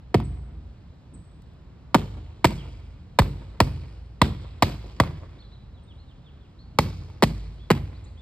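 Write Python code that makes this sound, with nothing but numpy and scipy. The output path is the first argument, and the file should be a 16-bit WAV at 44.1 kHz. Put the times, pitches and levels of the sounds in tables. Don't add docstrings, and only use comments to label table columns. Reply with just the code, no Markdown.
import sys
import numpy as np
from scipy import signal
from scipy.fft import rfft, irfft
from scipy.io import wavfile
from scipy.ndimage import uniform_filter1d

SR = 44100
rng = np.random.default_rng(int(sys.argv[2]) if len(sys.argv) > 2 else 0)


def unload_audio(sound):
    columns = np.transpose(np.atleast_2d(sound))
    steps = np.round(np.clip(columns, -1, 1) * 32767)
    wavfile.write(sys.argv[1], SR, steps.astype(np.int16))


N = 362457
T = np.arange(int(1.6 * SR)) / SR

# start_s, second_twig_lag_s, third_twig_lag_s, pop_db, pop_pitch_hz, crack_db, scrape_db,
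# knock_db, knock_pitch_hz, thump_db, thump_end_hz, drum_db, echo_treble_db
BLOWS = [(0.1431, 0.0031, 0.0084, -7.5, 917, -14, -31, -10, 550, -11.5, 78, 5.5, -3.5),
         (1.9449, 0.0042, 0.012, -2, 1110, -7, -41, -16, 458, -7.5, 134, 3, 0.5),
         (2.4443, 0.0032, 0.0073, -4, 1130, -6.5, -9, -10, 499, -11.5, 75, 5, 3),
         (3.1882, 0.0034, 0.0079, -4.5, 1130, -5.5, -15.5, -29, 425, -11, 51.7, 3, 1.5),
         (3.603, 0.0022, .0074, -5, 1075, -4.5, -22, -16, 597, -12, 54.7, 3.5, 0.5),
         (4.2157, 0.0019, 0.0059, -1.5, 1063, -7, -38, -12.5, 351, -11, 63, 4, 1),
         (4.6233, 0.0019, 0.006, -2.5, 1036, -6, -9.5, -10.5, 384, -12.5, 64.3, -1, 5.5),
         (5, .0019, 0.0063, -4.5, 1108, -7.5, -35.5, -10.5, 397, -9, 76.2, -0.5, -2.5),
         (6.787, 0.00099, .0047, -7, 1070, -7, -23.5, -22, 310, -8.5, 90, 3.5, 4.5),
         (7.224, 0.0053, 0.011, -8.5, 1090, -8.5, -6, -13, 537, -8, 127, 4, 3.5),
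         (7.703, 0.0048, 0.0096, -7, 1070, -10.5, -13, -8.5, 473, -5.5, 135, 3, -1)]
# pop_offset_db, pitch_ratio, crack_offset_db
FORK_TWIGS = [(-1.5, .97, 2.5), (-0.5, 1.017, 1.5), (-7.5, .95, -13), (-11.5, .56, -21)]
# start_s, pop_db
SPRING_TAPS = [(0.201, -27), (3.2196, -23), (5.036, -24.5), (7.1, -45)]
# start_s, level_db before the high-pass
TWIG_TICKS = [(1.42, -42), (1.535, -52)]
# start_s, drum_db
HAND_NUDGES = [(0.529, -22.5), (0.602, -23.5), (1.11, -14.5), (8.139, -28)]
# pitch_hz, level_db, t60_s
DRUM_MODES = [(56.1, -32, 1.8), (80.16, -35.5, 1.5), (101.8, -36, 1.2), (126, -35, 0.82),
              (139.7, -34, 0.64), (156.3, -33.5, 0.63), (196, -35, 0.42), (211.1, -32.5, .35),
              (241.6, -31, 0.25), (268.6, -41.5, 0.45), (301, -43, 0.58), (356, -41.5, 0.34),
              (413, -39.5, 0.21), (442, -52, .24)]
# frequency_hz, level_db
CRACK_COLOUR = [(150, -26), (500, 4.5), (1100, 2.5), (1500, -6), (2000, 2), (2800, -6), (4400, -5.5),
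                (6000, -16), (9500, -20.5), (13000, -23), (15500, -23.5), (17000, -43)]
YARD_COLOUR = [(100, 8.5), (350, 10.5), (650, -4), (1100, -5.5), (1500, -8), (2200, -0.5), (4400, 2),
               (6000, 1.5), (9000, 2.5), (13000, 4), (16000, -1.5)]
AIR_COLOUR = [(20, -31.5), (40, -4), (58, 2), (115, -3.5), (200, -12), (400, -23.5), (700, -28.5),
              (1100, -31.5), (2000, -39.5), (4200, -42), (6000, -51), (10000, -64), (16000, -68.5)]
# delay_s, level_db (doubled in amplitude when used), length_s
WALL_RETURNS = [(0.074, -6.5, 0.029), (0.234, -1.5, 0.018), (0.365, -4.5, 0.033)]
# start_s, kind, middle_pitch_hz, level_db before the song's overall gain
BIRD_NOTES = [(.235, "chip", 7950, -48.5), (1.135, "chip", 8000, -51.5), (2.574, "slur", 3090, -45.5),
              (5.387, "arch", 4330, -48.5), (5.433, "arch", 4160, -57), (5.514, "arch", 4030, -50),
              (5.74, "slur", 3660, -56.5), (5.83, "chip", 8150, -65), (5.871, "slur", 3470, -52),
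              (5.978, "lift", 4240, -54.5), (6.068, "slur", 3580, -56), (6.24, "slur", 3424, -54),
              (6.405, "slur", 3295, -61), (6.585, "lift", 4365, -52), (7.585, "lift", 3420, -51.5),
              (7.935, "rise", 4110, -55), (8.04, "flick", 6660, -53), (8.052, "rise", 4160, -55.5),
              (8.17, "lift", 3550, -48.5)]
NOTE_SHAPES = {"arch": (.046, .82, .7), "slur": (.062, 1.07, .72), "lift": (.055, .87, .93),
               "rise": (.043, .83, 1.15), "chip": (.024, 1.19, 1.09), "flick": (.017, 1.45, 1.55)}
# frequency_hz, phase_rad
PORT_PHASE = [(0, 0), (150, -.2), (500, -.55), (900, -.4), (1600, -.3), (2200, .8), (2800, 1.6),
              (4000, 1.2), (5200, 1.4), (6000, 3.2), (8000, 6.3), (14600, 15.7), (16500, 17)]
# centre_hz, width_hz, depth_db
TREBLE_DIPS = [(5760, 340, -1.5), (10380, 650, -8), (14750, 450, -9)]
# frequency_hz, level_db
PORT_TILT = [(100, -.25), (500, -.25), (1100, .4), (2000, -1), (3000, -1.5), (5000, .2), (12000, .2)]

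LAST_TWIG_S = .004
POP_SCATTER = 0.039
TAP_HZ, TAP_CRACK_DB = 1120, -3
TICK_HZ = 6200
THUMP_LAG_S, THUMP_CYCLES_PER_S = .0012, 310
ECHO_DB, ECHO_FOLLOWS = 6.5, 0.45
BIRD_WALL_S, BIRD_WALL_DB = .028, -12.5
BIRD_WOODS_DB, BIRD_WOODS_T60_S = -4.5, 0.84
FAR_BIRD_HZ, FAR_BIRD_DB, FAR_BIRD_SPREAD = 4050, -63, .05
AIR_DB = -45.5
MIC_TREBLE_DB = 0.5
TOP_HZ = 16500


def twigs(pops_db=0.5, cracks_db=1):
    out = np.zeros(N)
    for s, second_s, third_s, pop_db, hz, crack_db, scrape_db, *_ in BLOWS:
        lags = (0, second_s, third_s, third_s + LAST_TWIG_S)
        chances = rng.standard_normal(len(FORK_TWIGS))
        for lag, (twig_db, ratio, snap_db), chance in zip(lags, FORK_TWIGS, chances):
            pitch = hz * ratio * (1 + POP_SCATTER * chance)
            twig = contact(pitch, pop_db + twig_db + pops_db, crack_db + snap_db + cracks_db)
            add(out, s + lag, twig)
        add(out, s + third_s, undb(scrape_db) * crack(t60=0.02, rise_s=.0007))
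    for s, db in SPRING_TAPS:
        add(out, s, contact(TAP_HZ, db, db + TAP_CRACK_DB))
    for s, db in TWIG_TICKS:
        add(out, s, undb(db) * cut(crack(), TICK_HZ, "high"))
    return out


def contact(hz, pop_db, crack_db):
    ring = pop(hz)
    return undb(pop_db) * ring + undb(crack_db) * crack()[:len(ring)]


def crack(t60=0.0094, rise_s=0.0005, bark_db=-25, bark_t60=0.045):
    t = T[:SR // 20]
    decay = fade(t, t60) + undb(bark_db) * fade(t, bark_t60)
    shape = decay * (1 - np.exp(-t / rise_s))
    grit = rng.standard_normal(len(t)) ** 3 * shape
    sound = signal.fftconvolve(grit, causal(CRACK_COLOUR))
    return sound * np.linalg.norm(shape) / np.linalg.norm(sound)


def pop(hz, peak_s=0.00073):
    t = T[:SR // 20]
    sag_s = .009
    cycles = hz * sag_s * np.log1p(t / sag_s)
    return np.sin(2 * np.pi * cycles) * t / peak_s * np.exp(1 - t / peak_s)


def knocks(peak_s=0.0034):
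    out = np.zeros(N)
    for s, second_s, _, _, _, _, _, knock_db, knock_hz, *_ in BLOWS:
        add(out, s + second_s, undb(knock_db) * pop(knock_hz, peak_s))
    return out


def canvas():
    out = np.zeros(N)
    for s, _, third_s, *_, thump_db, end_hz, drum_db, _ in BLOWS:
        dent = undb(thump_db) * thump(THUMP_CYCLES_PER_S * third_s, end_hz)
        add(out, s + THUMP_LAG_S, dent + undb(drum_db) * drum())
    for s, db in HAND_NUDGES:
        add(out, s, undb(db) * drum())
    return out


def thump(cycles, end_hz, start_hz=750, rise_s=0.0029):
    hz = cycles / (T + cycles / start_hz)
    shape = (1 - np.exp(-T / rise_s)) * np.exp(-(end_hz / hz) ** 4)
    return np.sin(2 * np.pi * np.cumsum(hz) / SR) * shape


def drum(scatter_db=2, twin_db=-3):
    hz, db, t60 = np.transpose(DRUM_MODES)
    hz = np.r_[hz, hz[1:]]
    db = np.r_[db, db[1:] + twin_db]
    t60 = np.r_[t60, t60[1:]]
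    level, tune, phase = rng.standard_normal((len(hz), 3)).T
    hz = hz * (1 + .04 * tune)
    tightness = .008 * (1 - fade(T, .8))
    rocking = .0012 * walk(14, len(T))
    clock = T + tightness + rocking
    rings = np.sin(2 * np.pi * (hz[:, None] * clock + phase[:, None])) * fade(T, t60[:, None])
    build = 1 - np.exp(-(T / .022) ** 2)
    return undb(db + scatter_db * level) @ rings * build


def yard(slaps, near_db=-35, near_t60=0.31, far_db=-49, far_t60=1.415):
    out = np.zeros(N)
    walls = 0
    for delay, db, length in WALL_RETURNS:
        walls = walls + undb(db) * np.exp(-np.abs(T - delay) / length * 2)
    for s, _, _, pop_db, *_, treble_db in BLOWS:
        slap = slaps[int((s - .01) * SR):int((s + .02) * SR)]
        near = undb(near_db) * scatter(slap) * fade(T, near_t60)
        far = undb(far_db) * cut(scatter(slap), 7700, "low") * fade(T, far_t60)
        diffuse = near + far
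        dull = cut(diffuse, 1800, "low", order=1)
        echo = dull * (1 + 2 * walls) + undb(treble_db) * (diffuse - dull)
        onset = 1 - np.exp(-T / 0.0023)
        add(out, s, undb(ECHO_DB + ECHO_FOLLOWS * pop_db) * echo * onset)
    return out


def scatter(slap, grain_db=3):
    size = len(T) + len(slap) - 1
    surfaces = noise(YARD_COLOUR, size) * undb(grain_db * walk(900, size))
    power = np.abs(rfft(slap, size)) ** 2
    broad = uniform_filter1d(power, size // 36)
    colour = np.sqrt(.5 * power + broad)
    x = irfft(rfft(surfaces) * colour, size)[:len(T)]
    return x / x.std()


def birds(song_db=-6, count=24):
    near, far = np.zeros(N), np.zeros(N)
    for s, kind, middle_hz, db in BIRD_NOTES:
        add(near, s, undb(db) * whistle(kind, middle_hz))
    for when, pitch in rng.random((count, 2)):
        hz = FAR_BIRD_HZ * (1 + FAR_BIRD_SPREAD * (2 * pitch - 1))
        add(far, when * N / SR, undb(FAR_BIRD_DB) * whistle("lift", hz))
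    woods = rng.standard_normal(len(T)) * fade(T, BIRD_WOODS_T60_S)
    woods = woods / np.linalg.norm(woods)
    echo = undb(BIRD_WOODS_DB) * signal.fftconvolve(near + far, woods)[:N]
    add(echo, BIRD_WALL_S, undb(BIRD_WALL_DB) * near)
    return undb(song_db) * (near + echo)


def whistle(kind, middle_hz, waver=.025, flutter_db=3):
    length, start, end = NOTE_SHAPES[kind]
    u = np.linspace(0, 1, int(length * SR))
    glide = np.polyval(np.polyfit([0, .5, 1], [start, 1, end], 2), u)
    hz = middle_hz * glide * (1 + waver * walk(500, len(u)))
    swell = 2 * np.sqrt(u * (1 - u)) * undb(flutter_db * walk(150, len(u)))
    return swell * np.sin(2 * np.pi * np.cumsum(hz) / SR)


def air():
    x = noise(AIR_COLOUR, N)
    low = cut(x, 300, "low", order=1)
    waver_db = 1.2 * walk(12) + .8 * walk(2.8)
    return undb(AIR_DB) * (x - low + low * undb(waver_db))


def patchy(x, depth_db, rate, count=7):
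    out = 0
    for hz in 300 * 2 ** np.arange(count - 1):
        band = signal.sosfiltfilt(signal.butter(3, hz, fs=SR, output="sos"), x)
        out = out + band * undb(depth_db * walk(rate, len(x)))
        x = x - band
    return out + x


def ports(front, around):
    hz = np.fft.rfftfreq(N, 1 / SR)
    turn = np.exp(.5j * np.interp(hz, *np.transpose(PORT_PHASE)))
    tilt = gains(PORT_TILT, hz)
    side = cut(around, 380, "high", order=1)
    left = irfft(rfft(front + side) * turn * tilt, N)
    right = irfft(rfft(front - side) / turn / tilt, N)
    return np.array([left, right])


def microphone(x):
    hz = np.fft.rfftfreq(N, 1 / SR)
    db = MIC_TREBLE_DB * np.clip(hz / TREBLE_DIPS[0][0] * 2 - 1.5, 0, 1)
    for dip_hz, width_hz, dip_db in TREBLE_DIPS:
        db = db + dip_db * np.exp(-((hz - dip_hz) / width_hz) ** 2)
    return irfft(rfft(x) * undb(db), N)


def undb(db):
    return 10 ** (np.asarray(db) / 20)


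def fade(t, t60):
    return np.exp(-np.log(1000) * t / t60)


def add(out, s, x):
    i = int(s * SR)
    out[..., i:i + x.shape[-1]] += x[..., :N - i]


def gains(points, hz):
    f, db = np.transpose(points)
    return undb(np.interp(np.log(hz + 1), np.log(f), db))


def noise(points, size):
    spectrum = rfft(rng.standard_normal(size))
    x = irfft(spectrum * gains(points, np.fft.rfftfreq(size, 1 / SR)), size)
    return x / x.std()


def causal(points, size=512):
    cepstrum = irfft(np.log(gains(points, np.fft.rfftfreq(size, 1 / SR))))
    folded = 2 * cepstrum * (np.arange(size) < size // 2)
    h = irfft(np.exp(rfft(folded) - cepstrum[0]))
    return h / np.linalg.norm(h)


def cut(x, hz, kind, order=2):
    return signal.sosfilt(signal.butter(order, hz, kind, fs=SR, output="sos"), x)


def walk(rate, size=N):
    steps = np.arange(size) / SR * rate
    knots = int(steps[-1]) + 2
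    return np.interp(steps, np.arange(knots), rng.standard_normal(knots))


def scene():
    slaps = twigs()
    echo = patchy(yard(slaps), depth_db=2, rate=40)
    garden_air = patchy(air(), depth_db=0.8, rate=7.3)
    front = slaps + knocks() + canvas() + echo + birds() + garden_air
    around = undb(-5.5) * cut(yard(slaps) + air(), 7000, "low")
    around = around + undb(-14) * cut(twigs(), 1800, "high")
    return ports(front, around)


def record(dry, ceiling=1.0):
    x = microphone(dry)
    rounded = x / (1 + (x / ceiling) ** 4) ** (1 / 4)
    return signal.sosfilt(signal.ellip(8, .2, 70, TOP_HZ, fs=SR, output="sos"), rounded)


dry = scene()
out = record(dry)
unload_audio(out)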